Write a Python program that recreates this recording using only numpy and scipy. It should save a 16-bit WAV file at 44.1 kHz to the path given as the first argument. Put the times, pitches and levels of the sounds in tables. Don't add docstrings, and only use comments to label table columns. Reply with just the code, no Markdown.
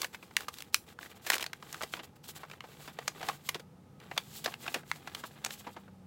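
import sys
import numpy as np
from scipy import signal
from scipy.fft import rfft, irfft, next_fast_len
from scipy.io import wavfile
from scipy.ndimage import uniform_filter1d

SR = 44100
rng = np.random.default_rng(int(sys.argv[2]) if len(sys.argv) > 2 else 0)


def to_wav(s):
    ch = np.atleast_2d(s).T
    pcm = np.round(np.clip(ch, -1, 1) * 32767)
    wavfile.write(sys.argv[1], SR, pcm.astype(np.int16))


N = 267378


def from_db(db):
    return 10 ** (np.asarray(db) / 20)


def rms_one(x):
    return x / np.sqrt(np.mean(x ** 2) + 1e-20)


def in_time(rows):
    time_s, *columns = np.transpose(rows)
    return [np.interp(np.arange(N) / SR, time_s, column) for column in columns]


def at_hz(points, hz):
    point_hz, value = np.transpose(points)
    return np.interp(np.log(hz + 1), np.log(point_hz), value)


def coloured(x, spectrum):
    size = next_fast_len(N)
    hz = np.fft.rfftfreq(size, 1 / SR)
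    shaped = rfft(x, size) * from_db(at_hz(spectrum, hz))
    return rms_one(irfft(shaped, size)[:N])


def drift(rate_hz):
    knots = rng.standard_normal(N // 20)
    return rms_one(np.interp(np.arange(N) / SR * rate_hz, np.arange(len(knots)), knots))


def resonate(x, hz, width_hz):
    r = np.exp(-np.pi * width_hz / SR)
    numerator = np.array([1, 0, -1]) * (1 - r * r) / 2
    denominator = [1, -2 * r * np.cos(2 * np.pi * hz / SR), r * r]
    return signal.lfilter(numerator, denominator, x)


# time_s, firing_hz, level_db
ENGINE_RUN = [(0, 91.5, -82.5), (1.3, 85.85, -77), (3.5, 94.95, -66.5), (4.15, 93.9, -62),
              (4.7, 125.5, -61.5), (5.15, 121, -65.5), (5.6, 101, -61), (6.06, 89.8, -55.5)]
# time_s, level_db
ENGINE_BOOM = [(0, -85), (1.7, -64.5), (3.0, -60.5), (3.8, -58), (5.0, -60.5), (5.6, -66.5)]


def engine(waver=0.017, flutter_db=0.5, first_db=-7.0, boom_hz=146, boom_width_hz=28):
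    firing_hz, level_db = in_time(ENGINE_RUN)
    boom_db, = in_time(ENGINE_BOOM)
    phase = 2 * np.pi * np.cumsum(firing_hz * (1 + waver * drift(20))) / SR
    first = np.sin(phase) * from_db(first_db + flutter_db * drift(22))
    second = np.sin(2 * phase) * from_db(flutter_db * drift(13))
    boom = resonate(rng.standard_normal(N), boom_hz, boom_width_hz)
    boom = resonate(boom, boom_hz, boom_width_hz)
    return from_db(level_db) * rms_one(first + second) + from_db(boom_db) * rms_one(boom)


# freq_hz, density_db_per_hz
AIR_SPECTRUM = [(22, -64), (45, -12.5), (90, 2.5), (125, -2.5), (180, 1.5), (450, -8.5), (850, -17.5),
                (1300, -20.5), (2200, -25), (15500, -37.5)]
# freq_hz, width_hz, peak_gain_db
AIR_RESONANCES = [(490, 12, 9), (836, 79, 9), (1260, 36, 10)]


def room_air(floor_db=-60):
    air = coloured(rng.standard_normal(N), AIR_SPECTRUM)
    resonances = sum((from_db(gain_db) - 1) * resonate(air, hz, width_hz)
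                     for hz, width_hz, gain_db in AIR_RESONANCES)
    return from_db(floor_db) * (air + resonances)


# freq_hz, t60_s
ROOM_DECAY = [(200, 0.11), (6000, 0.13), (15000, 0.25)]


def room(x, wet_db=-17.0, full_after_s=0.0065, band_count=8):
    t = np.arange(SR // 2) / SR
    edges_hz = np.geomspace(150, 17000, band_count + 1)
    tail = 0
    for low_hz, high_hz in zip(edges_hz, edges_hz[1:]):
        bandpass = signal.butter(2, [low_hz, high_hz], "band", fs=SR, output="sos")
        band = signal.sosfilt(bandpass, rng.standard_normal(len(t)))
        t60_s = at_hz(ROOM_DECAY, np.sqrt(low_hz * high_hz))
        tail = tail + band * np.exp(-np.log(1000) * t / t60_s)
    tail = tail * np.clip(2 * t / full_after_s - 1, 0, 1)
    return from_db(wet_db) * signal.fftconvolve(x, tail / np.linalg.norm(tail))[:N]


# start_s, end_s, rustle_db, hiss_db
GRIP_RUBS = [(0, 0.71, -66.5, -65.5), (0.97, 2.11, -66.5, -72), (2.23, 2.605, -63, -68.5),
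             (2.604, 3.634, -65.5, -64), (3.985, 4.804, -64.5, -66.5), (4.839, 5.763, -63, -64)]
# start_s, length_s, rustle_db, hiss_db
SLIDE_STROKES = [(-0.03, 0.11, -49, -42.5), (0.125, 0.041, -51.5, -51.5), (0.36, 0.11, -51.5, -51),
                 (0.53, 0.12, -64, -55), (0.723, 0.05, -61, -46), (0.802, 0.055, -68.5, -68),
                 (0.86, 0.086, -54, -57), (0.984, 0.11, -52, -50.5), (1.091, 0.048, -54, -59.5),
                 (1.149, 0.038, -58, -54.5), (1.209, 0.12, -55.5, -49), (1.248, 0.13, -45, -41),
                 (1.363, 0.107, -48.5, -53.5), (1.587, 0.35, -54.5, -52.5), (1.912, 0.087, -48, -51),
                 (2.024, 0.04, -53.5, -49), (2.153, 0.023, -55, -59), (2.23, 0.05, -60, -58),
                 (2.272, 0.051, -60, -42), (2.346, 0.045, -51.5, -44), (2.387, 0.051, -49.5, -55.5),
                 (2.472, 0.09, -58, -60.5), (2.618, 0.21, -64, -58.5), (2.774, 0.15, -56.5, -51.5),
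                 (2.974, 0.17, -57, -56.5), (3.115, 0.23, -53, -58), (3.218, 0.15, -50.5, -49),
                 (3.412, 0.11, -58.5, -62), (3.995, 0.093, -62.5, -66.5), (4.08, 0.18, -60, -57),
                 (4.208, 0.3, -59, -51), (4.423, 0.15, -51.5, -51.5), (4.561, 0.28, -52.5, -49.5),
                 (4.836, 0.17, -60, -57), (4.95, 0.43, -58, -61), (5.44, 0.15, -51.5, -56.5),
                 (5.464, 0.298, -65.5, -62.5), (5.66, 0.28, -66.5, -72)]


def hand_motion(grip_fade_s=0.03, arch_power=1.1):
    t = np.arange(N) / SR
    power = np.zeros((2, N))
    for start_s, end_s, rustle_db, hiss_db in GRIP_RUBS:
        held = np.clip(np.minimum(t - start_s, end_s - t) / grip_fade_s, 0, 1)
        power += np.outer(from_db([rustle_db, hiss_db]), held) ** 2
    for start_s, length_s, rustle_db, hiss_db in SLIDE_STROKES:
        during = slice(*np.searchsorted(t, [start_s, start_s + length_s]))
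        arch = np.abs(np.sin(np.pi * (t[during] - start_s) / length_s)) ** arch_power
        power[:, during] += np.outer(from_db([rustle_db, hiss_db]), arch) ** 2
    return np.sqrt(power)


def slips(median_per_s, spread_db, die_s, smooth, clump_db):
    sizes = from_db(spread_db * np.minimum(rng.exponential(1, N), 3.0))
    caught = rng.random(N) < median_per_s * from_db(clump_db * drift(30)) / SR
    bursts = (sizes * caught) ** 2 + 1e-18
    power = signal.lfilter([1], [1, -np.exp(-2 / (die_s * SR))], bursts)
    return rng.standard_normal(N) * np.sqrt(smooth + power / power.mean())


def table_echo(x, lag_s=0.0025, sway=0.024, echo_db=-10.0):
    n = np.arange(N)
    lag_samples = lag_s * SR * (1 + sway * drift(1.0))
    return from_db(echo_db) * np.interp(n - lag_samples, n, x)


# freq_hz, density_db_per_hz
RUSTLE_SPECTRUM = [(150, -9.5), (350, 3.5), (850, 3.5), (1400, 1.5), (3800, -4), (5500, -23), (9000, -58)]
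# freq_hz, density_db_per_hz
FIBRE_SPECTRUM = [(1500, -18), (3000, 0.5), (4300, 0.5), (6000, -3.5), (7800, 1), (8800, -7), (10500, -4),
                  (15500, -3.5)]


def sliding(rustle_gain, hiss_gain):
    catches = slips(median_per_s=110, spread_db=2.0, die_s=0.003, smooth=0.23, clump_db=5)
    rustle = coloured(catches, RUSTLE_SPECTRUM)
    fine = slips(median_per_s=510, spread_db=3.5, die_s=0.00061, smooth=0.57, clump_db=14.0)
    hiss = coloured(fine, FIBRE_SPECTRUM)
    return rustle_gain * (rustle + table_echo(rustle)) + hiss_gain * hiss


def bending_waves(noise, die_s, rise=.5, pulse=1.4, linger_db=-27, linger_s=0.0045, smooth_bins=162):
    t = np.arange(len(noise)) / SR
    attack = 1 - np.exp(-t / (rise * die_s))
    decay = np.exp(-t / die_s) + from_db(linger_db) * np.exp(-t / linger_s)
    burst = noise * attack * decay
    burst[round(rise * die_s * SR)] += pulse
    waves = rfft(burst)
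    return waves / np.sqrt(uniform_filter1d(np.abs(waves) ** 2, size=smooth_bins) + 1e-12)


TYPICAL_DIE_S, LOW_EDGE_HZ, LOW_EDGE_LAW = 0.0036, 490, 0.63
PANEL_DB, PANEL_REL_WIDTH = 9, 0.25
PANEL_BUILD_S = 0.00023
# freq_hz, gain_db
SHEET_COLOUR = [(150, 12), (400, 2.5), (7200, 0), (8800, -1.5), (10500, -1), (15500, 1.5)]


def buckle(noise, die_s, panel_hz, top_hz, travel_s=0.00066):
    hz = np.fft.rfftfreq(len(noise), 1 / SR)
    die_s = max(die_s, 1e-4)
    low_hz = LOW_EDGE_HZ * (TYPICAL_DIE_S / die_s) ** LOW_EDGE_LAW
    ring_db = PANEL_DB * (1 - np.exp(-(die_s / PANEL_BUILD_S) ** 2))
    low, top, panel = 1j * hz / low_hz, 1j * hz / top_hz, 1j * hz / panel_hz
    radiation = low * low * low / ((1 + low) * (1 + low + low * low))
    damping = PANEL_REL_WIDTH * panel
    resonance = 1 + (from_db(ring_db) - 1) * damping / (1 + damping + panel * panel)
    dispersion = np.exp(-2j * np.pi * travel_s * (2 * np.sqrt(1000 * hz) - hz))
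    colour = from_db(at_hz(SHEET_COLOUR, hz)) * dispersion
    return irfft(bending_waves(noise, die_s) * radiation * resonance * colour / (1 + top) ** 2)


def snaps(rows, size=4096, lead_count=256):
    out = np.zeros(N + 2 * size)
    noises = rng.standard_normal((len(rows), size))
    for (start_s, level_db, die_s, panel_hz, top_hz), noise in zip(rows, noises):
        at = max(round(start_s * SR), 0)
        snap = np.roll(buckle(noise, die_s, panel_hz, top_hz), lead_count)
        out[at:at + size] += from_db(level_db) * snap
    return out[lead_count:lead_count + N]


TICKS_PER_S, TICK_OVER_RUSTLE_DB, TICK_SPREAD_DB = 22, 26, 0.5
TICK_DIE_S, TICK_PANEL_HZ, TICK_TOP_HZ = 0.002, 2000, 5500


def small_creases(push, spread_octaves=0.5, count=1200):
    at, chance = rng.integers(0, N, count), rng.random(count)
    own = rng.standard_normal((count, 4))
    rate_per_s = TICKS_PER_S * push[at] / push.mean()
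    push_db = 20 * np.log10(push[at] + 1e-9)
    level_db = push_db + TICK_OVER_RUSTLE_DB + TICK_SPREAD_DB * own[:, 0]
    shapes = np.array([TICK_DIE_S, TICK_PANEL_HZ, TICK_TOP_HZ]) * 2 ** (spread_octaves * own[:, 1:])
    rows = np.column_stack([at / SR, level_db, shapes])
    return snaps(rows[chance < rate_per_s * N / SR / count])


# start_s, level_db, die_s, panel_hz, top_hz
TIMED_CREASES = [(0.017, -5.5, 0.0023, 4920, 16000), (0.031, -6, 0.0024, 1056, 3370),
                 (0.044, -3, 0.0036, 1990, 6300), (0.1453, -9, 0.004, 2200, 3070),
                 (0.2259, -13, 0.0042, 2500, 1800), (0.309, -20, 0.0033, 1450, 2570),
                 (0.3671, 6.5, 0.00093, 2080, 7260), (0.4061, -14, 0.0028, 1570, 9600),
                 (0.4826, -6, 0.0042, 1128, 6400), (0.5406, -21.5, 0.0012, 3400, 18100),
                 (0.5726, -29, 0.00075, 3080, 18000), (0.5854, -20, 0.0016, 4100, 18700),
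                 (0.6046, -18, 0.0026, 3400, 11740), (0.6227, -16, 0.0007, 2520, 17900),
                 (0.7447, 12, 0.00043, 1304, 7400), (0.9887, -7.5, 0.0012, 1460, 1820),
                 (1.0293, -14.5, 0.0013, 1740, 3780), (1.058, -17.5, 0.0055, 1900, 2790),
                 (1.265, -7.5, 0.0065, 1802, 13800), (1.3009, 7, 0.002, 1710, 9500),
                 (1.319, -2.5, 0.0017, 1480, 6400), (1.3267, -10, 0.0016, 2950, 10800),
                 (1.3315, 0, 0.0051, 2826, 8260), (1.3408, -1.5, 0.0025, 2120, 9200),
                 (1.352, -5.5, 0.0051, 490, 16000), (1.3643, -6, 0.0035, 1220, 3400),
                 (1.3814, -8, 0.0015, 4100, 8300), (1.3959, -10, 0.0031, 1700, 4200),
                 (1.4062, -10, 0.0072, 3100, 12200), (1.4258, -5.5, 0.0029, 2860, 9000),
                 (1.441, -5, 0.0014, 760, 5540), (1.4633, -7.5, 0.00211, 4170, 5700),
                 (1.5316, -6.5, 0.0017, 1590, 4900), (1.6253, -13.5, 0.0034, 1015, 3740),
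                 (1.7273, -15.5, 0.0018, 6980, 16000), (1.7439, -8, 0.0013, 1410, 3770),
                 (1.808, -8.5, 0.0031, 1430, 2195), (1.8146, -4, 0.0028, 1260, 2600),
                 (1.8228, -11, 0.0025, 830, 10900), (1.8327, -2, 0.0039, 435, 5000),
                 (1.937, 2.5, 0.0025, 2950, 2170), (1.949, -22, 0.0046, 900, 2480),
                 (1.9706, -15, 0.0089, 1100, 2940), (1.9913, -6.5, 0.008, 3300, 2200),
                 (2.24, -26.5, 0.0036, 3600, 12040), (2.4323, -6.5, 0.0057, 1372, 1676),
                 (2.45, -18, 0.0025, 1200, 1980), (2.4986, -17.5, 0.0027, 1290, 3800),
                 (2.5131, -15.5, 0.0025, 2450, 4380), (2.533, -14.5, 0.004, 1290, 2600),
                 (2.6061, -8, 0.0016, 2730, 2400), (2.6378, -12.5, 0.0098, 804, 2310),
                 (2.875, -11, 0.0073, 896, 4180), (2.9877, -1, 0.0029, 472, 2430),
                 (3.0786, 4, 0.0023, 6450, 4580), (3.2131, -10, 0.0035, 736, 3010),
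                 (3.2285, -4.5, 0.0042, 774, 3340), (3.2453, -13.5, 0.0081, 889, 3400),
                 (3.2859, 2.5, 0.0034, 756, 4200), (3.2947, -1.5, 0.0041, 1130, 2600),
                 (3.4894, -0.5, 0.0033, 2400, 11500), (3.5448, -6.5, 0.0027, 3760, 4830),
                 (3.55, -4, 0.0066, 350, 3160), (3.5954, -16.5, 0.0051, 450, 5600),
                 (4.0007, -27, 0.002, 2970, 7000), (4.1124, -2.5, 0.005, 2134, 1600),
                 (4.1633, -10, 0.0067, 724, 2400), (4.177, 4, 0.0024, 3270, 5160),
                 (4.4417, -9, 0.0066, 3430, 18000), (4.459, 6, 0.0037, 4840, 2710),
                 (4.4748, -3.5, 0.0069, 977, 2110), (4.5398, -7, 0.0013, 2860, 3200),
                 (4.6635, -5, 0.0027, 1060, 2290), (4.6785, 0, 0.0033, 2800, 2586),
                 (4.7422, -1.5, 0.0038, 2420, 8000), (4.7466, -3, 0.00513, 2000, 3310),
                 (4.757, -3, 0.0077, 473, 2380), (4.832, -19, 0.0042, 1300, 1800),
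                 (4.9149, 6, 0.00092, 1610, 2670), (4.959, -19.5, 0.0031, 700, 5930),
                 (5.073, -7.5, 0.0046, 1500, 3870), (5.1479, -8.5, 0.0027, 3550, 7120),
                 (5.2367, -4.5, 0.0054, 1127, 2290), (5.442, -14, 0.0031, 3630, 5050),
                 (5.4477, -2.5, 0.0014, 6960, 8000), (5.4605, -3, 0.0038, 7400, 4460),
                 (5.5062, -10, 0.0022, 3240, 4440), (5.6665, -5, 0.0091, 883, 1900),
                 (5.763, -7.5, 0.0084, 946, 1720), (5.878, -17, 0.005, 1250, 1193)]


def timed_creases():
    return snaps(TIMED_CREASES)


def scene():
    background = engine() + room_air()
    rustle_gain, hiss_gain = hand_motion()
    paper = timed_creases() + sliding(rustle_gain, hiss_gain) + small_creases(rustle_gain)
    return (paper + room(paper) + background)[None]


def record(dry, cutoff_hz=16000):
    lowpass = signal.ellip(10, .1, 80, cutoff_hz, fs=SR, output="sos")
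    return signal.sosfilt(lowpass, dry)


dry = scene()
out = record(dry)
to_wav(out)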